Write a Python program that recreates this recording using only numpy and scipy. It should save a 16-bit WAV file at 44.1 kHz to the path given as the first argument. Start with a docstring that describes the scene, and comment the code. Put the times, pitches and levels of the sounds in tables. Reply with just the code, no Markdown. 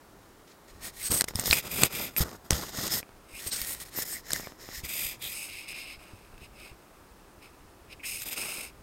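"""Suction tube in an ear canal

A thin steel suction tube works in an ear canal, heard from very close by in an operating room.
Noise through resonances that change with how the tip sits makes the hiss; narrow gliding noise whistles.
Low coloured noise makes the rush of each draw; resonated random drops spatter.
Dying sines and noise puffs snap, pressure steps tick and low sines thump over steady ventilation."""
import sys
import numpy as np
from scipy import signal
from scipy.fft import rfft, irfft, next_fast_len
from scipy.io import wavfile
from scipy.ndimage import uniform_filter1d

SR = 44100
rng = np.random.default_rng(int(sys.argv[2]) if len(sys.argv) > 2 else 0)


def store_pcm(level_fs):
    """Save levels as 16-bit WAV."""
    pcm = np.round(np.clip(level_fs, -1, 1) * 32767).astype(np.int16)
    wavfile.write(sys.argv[1], SR, np.atleast_2d(pcm).T)


N = 388962
TINY = 1e-18  # keeps recursive filters clear of denormals


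def from_db(db):
    """Decibels to amplitude gain."""
    return 10 ** (np.asarray(db) / 20)


def rms_one(x):
    """Scale to unit power."""
    return x / np.sqrt(np.mean(x ** 2) + 1e-20)


def cut(x, hz, kind, order=2):
    """Butterworth low- or high-pass."""
    sos = signal.butter(order, min(hz, .45 * SR), kind, fs=SR, output="sos")
    return signal.sosfilt(sos, x)


def drift(rate_hz):
    """Low-passed noise, rms 1; the filter settles for 1 s first."""
    return rms_one(cut(rng.standard_normal(N + SR), rate_hz, "low")[SR:])


def coloured_noise(spectrum):
    """Noise shaped by a spectrum, high-passed at 16 Hz, rms 1."""
    hz, density_db = np.transpose(spectrum)
    size = next_fast_len(N)
    bins_hz = np.maximum(np.arange(size // 2 + 1) * SR / size, 1)
    gain = from_db(np.interp(np.log(bins_hz), np.log(hz), density_db))
    noise = irfft(rfft(rng.standard_normal(size)) * gain, size)[:N]
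    return rms_one(cut(noise, 16, "high"))


def resonate(x, hz, width_hz):
    """Two-pole resonance with gain 1 at its top."""
    r = np.exp(-np.pi * width_hz / SR)
    b = np.array([1, 0, -1]) * (1 - r * r) / 2
    a = [1, -2 * r * np.cos(2 * np.pi * hz / SR), r * r]
    return signal.lfilter(b, a, x)


def ring(t, hz, t60_s):
    """Sine that dies by 60 dB in t60_s."""
    return np.sin(2 * np.pi * hz * t) * from_db(-60 * t / t60_s)


def add(track, start_s, sound):
    """Mix a sound into the track from start_s on."""
    start = max(round(start_s * SR), 0)
    track[start:start + len(sound)] += sound[:max(N - start, 0)]


# ventilation spectrum: hz, density_db (relative, per Hz)
VENTILATION = [(12, -39), (20, -0.5), (63, -4.5), (153, -11.5), (203, -8), (227, -13), (254, -8.5),
               (408, -7.5), (456, -13), (524, -12), (1180, -14.5), (1510, -18.5), (1690, -19), (2500, -26),
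               (15800, -32.5)]
# swell of the low rumble: time_s, gain_db
RUMBLE = [(0, -2.5), (.45, -7), (.75, 2), (3.3, -0.5), (5.2, 3.5), (7.0, 1.5), (8.82, 2)]


def ventilation(level_db, rumble_hz, waver_db):
    """Steady air handling as coloured noise; below rumble_hz it swells and sinks."""
    air = from_db(level_db) * coloured_noise(VENTILATION)
    time_s, gain_db = np.transpose(RUMBLE)
    swell_db = np.interp(np.arange(N) / SR, time_s, gain_db) + waver_db * np.tanh(drift(3.4))
    rumble = cut(air, rumble_hz, "low", order=3) * from_db(swell_db)
    return cut(air, rumble_hz, "high", order=3) + rumble


# air drawn each time the tip comes clear: start_s, length_s, opening_s, closing_s, hiss_db,
# swell_db (start to end), treble_db (relative to hiss), rush_db (low turbulence)
DRAWS = [(0.468, 0.08, 0.0066, 0.025, -59, 3, -9, -72), (0.675, 0.057, 0.008, 0.025, -55.5, -1, -7, -66),
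         (0.717, 0.1, 0.02, 0.02, -65, 0, -5, -68), (0.793, 0.13, 0.055, 0.041, -42.6, -4, 2, -49.5),
         (0.883, 0.23, 0.19, 0.043, -40.5, 10.5, 5.5, -54.8),
         (1.088, 0.15, 0.03, 0.041, -36.5, -10, 8.5, -41), (1.275, 0.065, 0.0055, 0.03, -52, -18, -3, -52),
         (1.332, 0.11, 0.022, 0.025, -42.5, 16, 0.5, -45.5), (1.407, 0.22, 0.068, 0.046, -32.5, 3, 1, -41),
         (1.616, 0.088, 0.014, 0.033, -44.3, 13, -0.5, -44.5),
         (1.662, 0.23, 0.055, 0.045, -36, 18.5, 2.5, -39),
         (1.872, 0.26, 0.072, 0.086, -38.9, 2, 0.3, -41.5), (2.104, 0.068, 0.008, 0.013, -61, 6, 2, -58.3),
         (2.162, 0.047, 0.0038, 0.024, -33, 19, 5.5, -38),
         (2.191, 0.051, 0.019, 0.0095, -32.5, -6, 1, -32.5),
         (2.237, 0.142, 0.007, 0.012, -56, -7.5, -1.5, -48),
         (2.44, 0.073, 0.006, 0.049, -58, 6, -0.2, -49.5),
         (2.503, 0.28, 0.0032, 0.091, -43, -18, -3.5, -44),
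         (2.689, 0.23, 0.076, 0.049, -37.0, 6, -3.5, -41),
         (2.885, 0.14, 0.052, 0.032, -33.5, -19, 1.9, -40), (3.225, 0.26, 0.15, 0.014, -48.5, 10, 1.5, -57),
         (3.457, 0.057, 0.013, 0.037, -38, 6.1, 7, -45),
         (3.501, 0.16, 0.026, 0.012, -38.5, -8.5, 1.6, -51.5),
         (3.619, 0.17, 0.061, 0.058, -41.5, -4.4, 7, -50.5), (3.753, 0.075, 0.01, 0.012, -53.5, -2, 2, -62),
         (3.797, 0.058, 0.005, 0.025, -45, -4, 3, -54), (3.849, 0.058, 0.003, 0.012, -55, -5, 1.4, -57),
         (3.888, 0.16, 0.098, 0.016, -38.5, 4, 2.5, -47.9), (4.04, 0.19, 0.013, 0.098, -42, 10, 5.5, -53.5),
         (4.215, 0.38, 0.14, 0.242, -41.5, -10.5, 0, -49), (4.568, 0.15, 0.042, 0.015, -50.5, -2, -4, -57),
         (4.683, 0.15, 0.096, 0.033, -39.5, -21, -1, -60), (4.823, 0.06, 0.027, 0.03, -37.5, 6, 0.5, -48),
         (4.859, 0.33, 0.032, 0.14, -37.5, 8, 2.5, -50.5), (5.186, 0.033, 0.011, 0.011, -58, 0, 2, -59),
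         (5.205, 0.34, 0.021, 0.082, -44, -5.5, 2.5, -55), (5.483, 0.25, 0.009, 0.15, -42.5, 5, -5.5, -60),
         (5.666, 0.072, 0.016, 0.015, -42, 2, -4.5, -59),
         (5.708, 0.17, 0.066, 0.034, -41, -11.2, -7.5, -58),
         (5.826, 0.16, 0.035, 0.056, -45, 3.5, -9.5, -63),
         (5.972, 0.41, 0.034, 0.012, -62, -17, -5.5, -63.6), (6.347, 0.13, 0.09, 0.03, -52.5, 6, -6, -70),
         (6.494, 0.26, 0.107, 0.08, -52, 3.9, -6.5, -60.4),
         (7.406, 0.11, 0.022, 0.055, -54, -2.5, -7, -61.5),
         (7.859, 0.092, 0.066, 0.02, -49.5, 12.2, -11, -59),
         (8.019, 0.24, 0.042, 0.023, -42, -5.5, 3.4, -61),
         (8.241, 0.072, 0.029, 0.01, -42, -15.0, 3.5, -49), (8.299, 0.069, 0.018, 0.027, -39, -3, 0.5, -52),
         (8.343, 0.39, 0.033, 0.096, -41.5, -8, 1.2, -47.5)]
HISS_LAW, TREBLE_LAW, RUSH_LAW = 1.45, 2.03, 1.4  # amplitude grows as this power of the gap
LEAK_HISS_DB, LEAK_TREBLE_DB, LEAK_RUSH_DB = -72, -73, -66  # air seeping in between draws


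def airflow():
    """The gap opens, holds and closes on each draw; gives hiss, treble and low rush in dB."""
    t = np.arange(N) / SR
    leaks_db = (LEAK_HISS_DB, LEAK_TREBLE_DB, LEAK_RUSH_DB)
    hiss_power, treble_power, rush_power = (np.full(N, from_db(db) ** 2) for db in leaks_db)
    for start_s, length_s, opening_s, closing_s, hiss_db, swell_db, treble_db, rush_db in DRAWS:
        age_s = t[t < length_s]
        gap = np.clip(np.minimum(age_s / opening_s, (length_s - age_s) / closing_s), 0, 1)
        swell = from_db(swell_db * (age_s / length_s - .5))
        add(hiss_power, start_s, (swell * from_db(hiss_db) * gap ** HISS_LAW) ** 2)
        add(treble_power, start_s, (swell * from_db(hiss_db + treble_db) * gap ** TREBLE_LAW) ** 2)
        add(rush_power, start_s, (swell * from_db(rush_db) * gap ** RUSH_LAW) ** 2)
    return 10 * np.log10([hiss_power, treble_power, rush_power])


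def gurgle(hiss_db, low_db, depth_db, per_s, relax_s, dry_db):
    """Fluid films burst in the opening: flow jumps and relaxes, more as low rush outweighs hiss."""
    wet = np.clip(0.5 - (hiss_db - low_db) / dry_db, 0, 1)
    bursts = rng.uniform(.5, 1, N) * (rng.random(N) < per_s / SR)
    decay = np.exp(-1 / (relax_s * SR))
    surge = np.tanh(signal.lfilter([1], [1, -decay], bursts + TINY))
    return depth_db * wet * rms_one(surge - surge.mean())


def tube_noise(modes, broad_db, low_hz, size, shift_pct=0):
    """Eddies at the tip drive each resonance, steep-sided; some of their rush escapes uncoloured."""
    out = from_db(broad_db) * rng.standard_normal(size)
    for hz, width_hz, gain_db in modes:
        centre_hz = hz * (1 + shift_pct / 100)
        once = resonate(rng.standard_normal(size), centre_hz, width_hz)
        out = out + from_db(gain_db) * resonate(once, centre_hz, width_hz)
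    return cut(out, low_hz, "high", order=4)


# resonances of tube and ear canal for each way the tip sits: hz, width_hz, gain_db
FREE = [(2200, 235, 6.5), (2545, 590, 10), (3850, 890, -1.5), (4750, 820, -2.5), (5155, 300, 3.5),
        (6550, 450, -15), (8320, 900, -15.5), (9500, 1300, -20), (10180, 370, -21.5), (12000, 630, -20.5),
        (13000, 800, -21)]
DIPPED = [(2020, 500, -4), (2436, 500, 0.5), (3475, 850, -6), (4940, 460, -4), (6850, 1300, -12),
          (8550, 3000, -3), (9700, 2000, -14), (12080, 1500, -6.5), (13020, 750, 5), (15600, 900, -7)]
PRESSED = [(1900, 355, -2), (3650, 1900, -6), (5130, 880, -1), (6800, 1500, -2.5), (8510, 1700, 0.5),
           (9440, 3100, -2), (12700, 1100, -7), (13300, 1300, 7), (15300, 1800, -4)]
GRAZING = [(1874, 150, 2.5), (2220, 540, -5), (3950, 2000, -7), (5350, 400, -5), (6760, 840, -5.5),
           (8340, 1300, 0), (9830, 2000, -2.5), (12250, 1000, -2), (13550, 800, -0.5), (15400, 1200, -12)]
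CUPPED = [(1890, 390, 3), (3960, 1100, -6.5), (5230, 720, 2), (6860, 1700, -2), (8200, 800, -3),
          (9700, 1000, -3.5), (12500, 900, -9), (13300, 590, 5), (15300, 1300, -11)]
PINCHED = [(2080, 460, -29), (4600, 1400, -6), (5600, 800, -6.5), (6700, 1300, -5), (8300, 510, 11),
           (9300, 900, 2), (11700, 1500, -3), (13500, 1500, -2), (15600, 800, -17)]


def seat_noise(modes, shift_pct, size):
    """Tube noise with the uncoloured rush and low edge of each way the tip sits."""
    if modes is FREE:
        return tube_noise(modes, -32.0, 1330, size, shift_pct)
    if modes is DIPPED:
        return tube_noise(modes, -15.0, 1900, size, shift_pct)
    if modes is PRESSED:
        return tube_noise(modes, -18.5, 840, size, shift_pct)
    return tube_noise(modes, -10.0, 1350, size, shift_pct)


# how the tip sits from each moment on: start_s, resonances, shift_pct (upward)
SEATING = [(0, GRAZING, -0.13), (1.02, PINCHED, -0.47), (1.224, PRESSED, 0.78), (1.519, DIPPED, 0.25),
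           (2.17, PRESSED, -1.5), (2.451, PRESSED, -0.83), (3.011, FREE, -0.34), (3.387, GRAZING, -0.36),
           (3.461, PINCHED, 1), (3.57, GRAZING, -0.24), (3.94, CUPPED, -0.25), (4.819, DIPPED, -.5),
           (5.33, FREE, -0.36), (7.0, FREE, 0.23), (8.2, DIPPED, 0.6), (8.35, FREE, 0.19)]


def hiss(hiss_db, treble_db, flutter_db, flutter_hz, treble_hz):
    """The intake jet: brighter as it speeds up, fluttering as fluid crosses the opening."""
    body, top = np.zeros(N), np.zeros(N)
    fade = SR // 60
    ends_s = [start_s for start_s, _, _ in SEATING[1:]] + [N / SR]
    for (start_s, modes, shift_pct), end_s in zip(SEATING, ends_s):
        size = max(round((end_s - start_s) * SR), fade) + fade
        air = seat_noise(modes, shift_pct, size)
        to_edge = np.minimum(np.arange(size), np.arange(size)[::-1])
        cross_fade = np.sqrt(np.minimum(to_edge / fade, 1))
        add(body, start_s, cross_fade * rms_one(cut(air, treble_hz, "low", order=7)))
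        add(top, start_s, cross_fade * rms_one(cut(air, treble_hz, "high", order=7)))
    level = from_db(hiss_db + flutter_db * drift(flutter_hz))
    return level * (body + from_db(treble_db) * top)


# low rush and its bass: hz, density_db (relative, per Hz)
TURBULENCE = [(20, -15), (120, -8.5), (350, -2.5), (700, -5.5), (1000, -8), (1350, -5.5), (1700, -11.5),
              (2600, -26), (5000, -49)]
BUFFET = [(20, -14), (60, -4), (170, 0), (300, -7.5), (600, -10.5), (1500, -38.5)]


def turbulence(low_db, lumpy_db, buffet_from_db, buffet_growth, free_tip_db):
    """Unsteady draught gives a lumpy low rush; its bass grows faster, but is weaker at a free tip."""
    free = np.zeros(N)
    for start_s, modes, _ in SEATING:
        free[max(round(start_s * SR), 0):] = modes is FREE
    free = uniform_filter1d(free, size=900)
    buffet_db = low_db + buffet_growth * (low_db - buffet_from_db) + free_tip_db * free
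    rush = from_db(low_db - 3.0 + lumpy_db * drift(58)) * coloured_noise(TURBULENCE)
    return rush + from_db(buffet_db) * coloured_noise(BUFFET)


def spatter(low_db, per_s, level_db):
    """Tiny drops crackle in the tube, the more of them the stronger the draught."""
    sizes = from_db(6 * np.minimum(rng.exponential(1, N), 3)) * rng.choice([-1, 1], N)
    wetness = np.clip((low_db + 58) / 15, 0, 1)
    drops = sizes * (rng.random(N) < wetness * per_s / SR) + TINY
    rings = np.zeros(N)
    for k, (hz, width_hz, gain_db) in enumerate(PRESSED):
        rings += (-1) ** k * from_db(gain_db) * resonate(drops, hz, width_hz)
    return from_db(low_db + level_db) * rms_one(cut(rings, 6000, "low"))


# whistles as the gap narrows: start_s, length_s, start_hz, end_hz, half_width_hz, peak_rms_db
WHISTLES = [(1.008, 0.016, 2240, 2410, 200, -41.5), (1.197, 0.017, 1950, 1940, 120, -36),
            (1.455, 0.047, 13800, 13500, 250, -36), (1.988, 0.085, 13100, 13100, 219, -38.5),
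            (2.164, 0.035, 13150, 13200, 250, -26), (2.903, 0.055, 5200, 5210, 150, -32),
            (3.334, 0.042, 2234, 2740, 200, -48.5), (3.377, 0.03, 2500, 3710, 250, -50),
            (3.507, 0.031, 4100, 4200, 300, -38.5), (3.51, 0.036, 5400, 5320, 200, -40),
            (3.959, 0.045, 13450, 13400, 220, -33), (4.104, 0.061, 8500, 8300, 350, -38.5),
            (4.131, 0.061, 1960, 2100, 130, -45), (4.341, 0.027, 1940, 1955, 80, -40),
            (4.422, .06, 2420, 2150, 160, -50), (4.728, 0.051, 1960, 2000, 120, -55),
            (5.205, 0.1, 3500, 3650, 380, -40), (7.993, 0.024, 2450, 2450, 200, -48.5),
            (8.029, 0.032, 2396, 2540, 398, -39.5), (8.26, .08, 13000, 13400, 150, -49)]


def whistles():
    """The jet briefly locks onto one resonance: a narrow, breathy, gliding tone."""
    out = np.zeros(N)
    eddies = rng.standard_normal((len(WHISTLES), 2, SR // 4))
    for (start_s, length_s, start_hz, end_hz, half_width_hz, peak_rms_db), eddy in zip(WHISTLES, eddies):
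        size = min(int(length_s * SR), SR // 5)
        phase = 2 * np.pi * np.cumsum(np.linspace(start_hz, end_hz, size)) / SR
        a, b = cut(eddy, half_width_hz, "low")[:, SR // 20:][:, :size]  # skips filter start-up
        swell = np.sin(np.linspace(0, np.pi, size))
        tone = rms_one(a * np.cos(phase) + b * np.sin(phase))
        add(out, start_s, from_db(peak_rms_db) * swell * tone)
    return out


# hose jerks when the flow stops or starts: start_s, level_db (before trim_db), pitch_hz
THUMPS = [(1.101, -25, 90), (1.116, -22, 130), (1.353, -19.5, 92), (1.392, -27, 110), (1.502, -17.5, 72),
          (1.833, -20, 109), (2.206, -13, 64), (2.507, -18.5, 106), (2.526, -14.5, 70), (2.786, -24, 142),
          (3.335, -41, 50), (3.465, -30, 89.5), (3.615, -33.5, 51), (4.779, -37, 70), (4.836, -28, 68),
          (5.052, -38, 52), (5.976, -38, 60), (6.135, -32.5, 100), (6.418, -38, 70.4), (6.715, -36, 54.7),
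          (7.38, -42, 85), (7.976, -40, 79.6)]


def thumps(overtone, overtone_db, t60_cycles, trim_db):
    """The hose swings a few times after each jerk; its second mode dies sooner."""
    out, t = np.zeros(N), np.arange(SR // 4) / SR
    for start_s, level_db, pitch_hz in THUMPS:
        t60_s = t60_cycles / pitch_hz
        second = from_db(overtone_db) * ring(t, overtone * pitch_hz, t60_s / 2)
        add(out, start_s, -from_db(level_db + trim_db) * (ring(t, pitch_hz, t60_s) + second))
    return out


# fluid plugs snapping through the bore: start_s, ring_level_db, ring_hz,
# spray_db (relative to the ring, before spray_trim_db), spray_length_s
SNAPS = [(1.1186, -17, 5300, -2, 0.0026), (1.2090, -11, 4200, -1, .001), (1.2099, -4, 8360, -1, .0014),
         (1.2182, -13.5, 5640, -2, 0.0019), (1.2417, -28, 4100, 8, 0.0035), (1.284, -23.5, 2070, 0.5, .004),
         (1.3567, -17, 5250, 3, 0.0013), (1.3965, -9, 8200, -10, 0.0032), (1.4395, -23, 5300, 0, 0.001),
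         (1.4585, -18.5, 5230, 3.5, .001), (1.5109, -3, 4190, -8, .001), (1.5290, -2, 2490, -5, .001),
         (1.5323, -13, 2470, 4, .003), (1.8349, 2, 8000, -1, .001), (2.1646, -19, 2500, 0, .002),
         (2.5072, -7, 6200, 2, .0011), (2.531, -21, 3280, 2, 0.0021), (2.878, -24, 8300, 5, 0.0013),
         (3.0293, -33, 2380, -11, 0.00089), (3.473, -34, 8450, 4, 0.0029), (3.525, -26, 5300, 1, 0.0044),
         (3.6164, -12, 13500, -4.5, 0.00088), (3.749, -31, 8300, 7, .0008), (4.306, -23.5, 1700, 2, 0.0025),
         (4.3195, -16, 5230, -10, .0009), (4.3331, -7.5, 8200, -1, .0014),
         (4.3614, -22.5, 1870, 2.5, .0011), (5.73, -30, 2636, -8, .001), (6.3795, -41, 2600, -5, 0.0025),
         (8.219, -35.5, 2630, 9, 0.0036), (8.329, -35, 2600, 5, 0.0065)]


def snaps(spray_trim_db, spray_top_hz, t60_cycles):
    """A plug lets go: the air column rings briefly under a sudden puff of spray."""
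    out, t = np.zeros(N), np.arange(2048) / SR
    sprays = tube_noise(PRESSED, broad_db=-7.0, low_hz=870, size=len(SNAPS) * len(t))
    sprays = cut(sprays, spray_top_hz, "low").reshape(len(SNAPS), -1)
    for (start_s, level_db, ring_hz, spray_db, length_s), spray in zip(SNAPS, sprays):
        age = 2 * t / length_s
        swell = np.sqrt(2 * age * np.exp(1 - 2 * age))  # steep rise to 1, then a fall
        puff = swell * spray / np.sqrt(np.average(spray ** 2, weights=swell ** 2))
        column = ring(t, ring_hz, t60_cycles / ring_hz)
        add(out, start_s, from_db(level_db) * (column + from_db(spray_db + spray_trim_db) * puff))
    return out


# droplets breaking off: start_s, level_db (step height before filtering)
TICKS = [(1.126, -16), (1.16, -22), (1.2174, -15.5), (1.2417, -18), (1.3092, -26.5), (1.3375, -28),
         (1.3905, -17), (1.4155, -28), (1.437, -21), (1.4570, -24), (1.479, -19), (1.583, -31), (1.834, -4),
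         (2.1818, -24), (2.5075, -8), (3.002, -29), (3.0297, -28.5), (3.0921, -32.5), (3.976, -26),
         (3.9878, -16.5), (4.039, -31), (4.3334, -20), (4.398, -22), (4.4332, -29), (4.4719, -21.5),
         (4.4736, -30), (4.5216, -29.5), (4.6895, -23.5)]


def ticks(decay_s, low_hz, top_hz):
    """Each droplet is a one-sided pressure step that relaxes at once, dulled by a low-pass."""
    out, t = np.zeros(N), np.arange(512) / SR
    for start_s, level_db in TICKS:
        add(out, start_s, from_db(level_db) * np.exp(-t / decay_s))
    return cut(cut(out + TINY, low_hz, "high", order=1), top_hz, "low", order=1)


def scene():
    """Suction noises over the ventilation."""
    room = ventilation(level_db=-55, rumble_hz=141.9, waver_db=5.0)
    hiss_db, treble_db, low_db = airflow()
    sputter_db = gurgle(hiss_db, low_db, depth_db=1.9, per_s=110, relax_s=0.005, dry_db=21.5)
    jet = hiss(hiss_db + sputter_db - 0.26, treble_db - hiss_db,
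               flutter_db=1.43, flutter_hz=90, treble_hz=7000)
    draught = turbulence(low_db + sputter_db, lumpy_db=3.5, buffet_from_db=-30.5,
                         buffet_growth=0.26, free_tip_db=-20)
    drops = spatter(low_db, per_s=110, level_db=-18.0)
    hose = thumps(overtone=1.99, overtone_db=-3, t60_cycles=7, trim_db=-4.5)
    plugs = snaps(spray_trim_db=-7.5, spray_top_hz=9600, t60_cycles=24)
    droplets = ticks(decay_s=.0005, low_hz=130, top_hz=2800)
    return (room + jet + draught + drops + whistles() + hose + plugs + droplets)[None]


def record(dry):
    """Clip at full scale, then cut the top steeply at 15.8 kHz."""
    sos = signal.ellip(10, .2, 70, 15800, fs=SR, output="sos")
    return signal.sosfilt(sos, np.clip(dry, -1, 1))


dry = scene()
out = record(dry)
store_pcm(out)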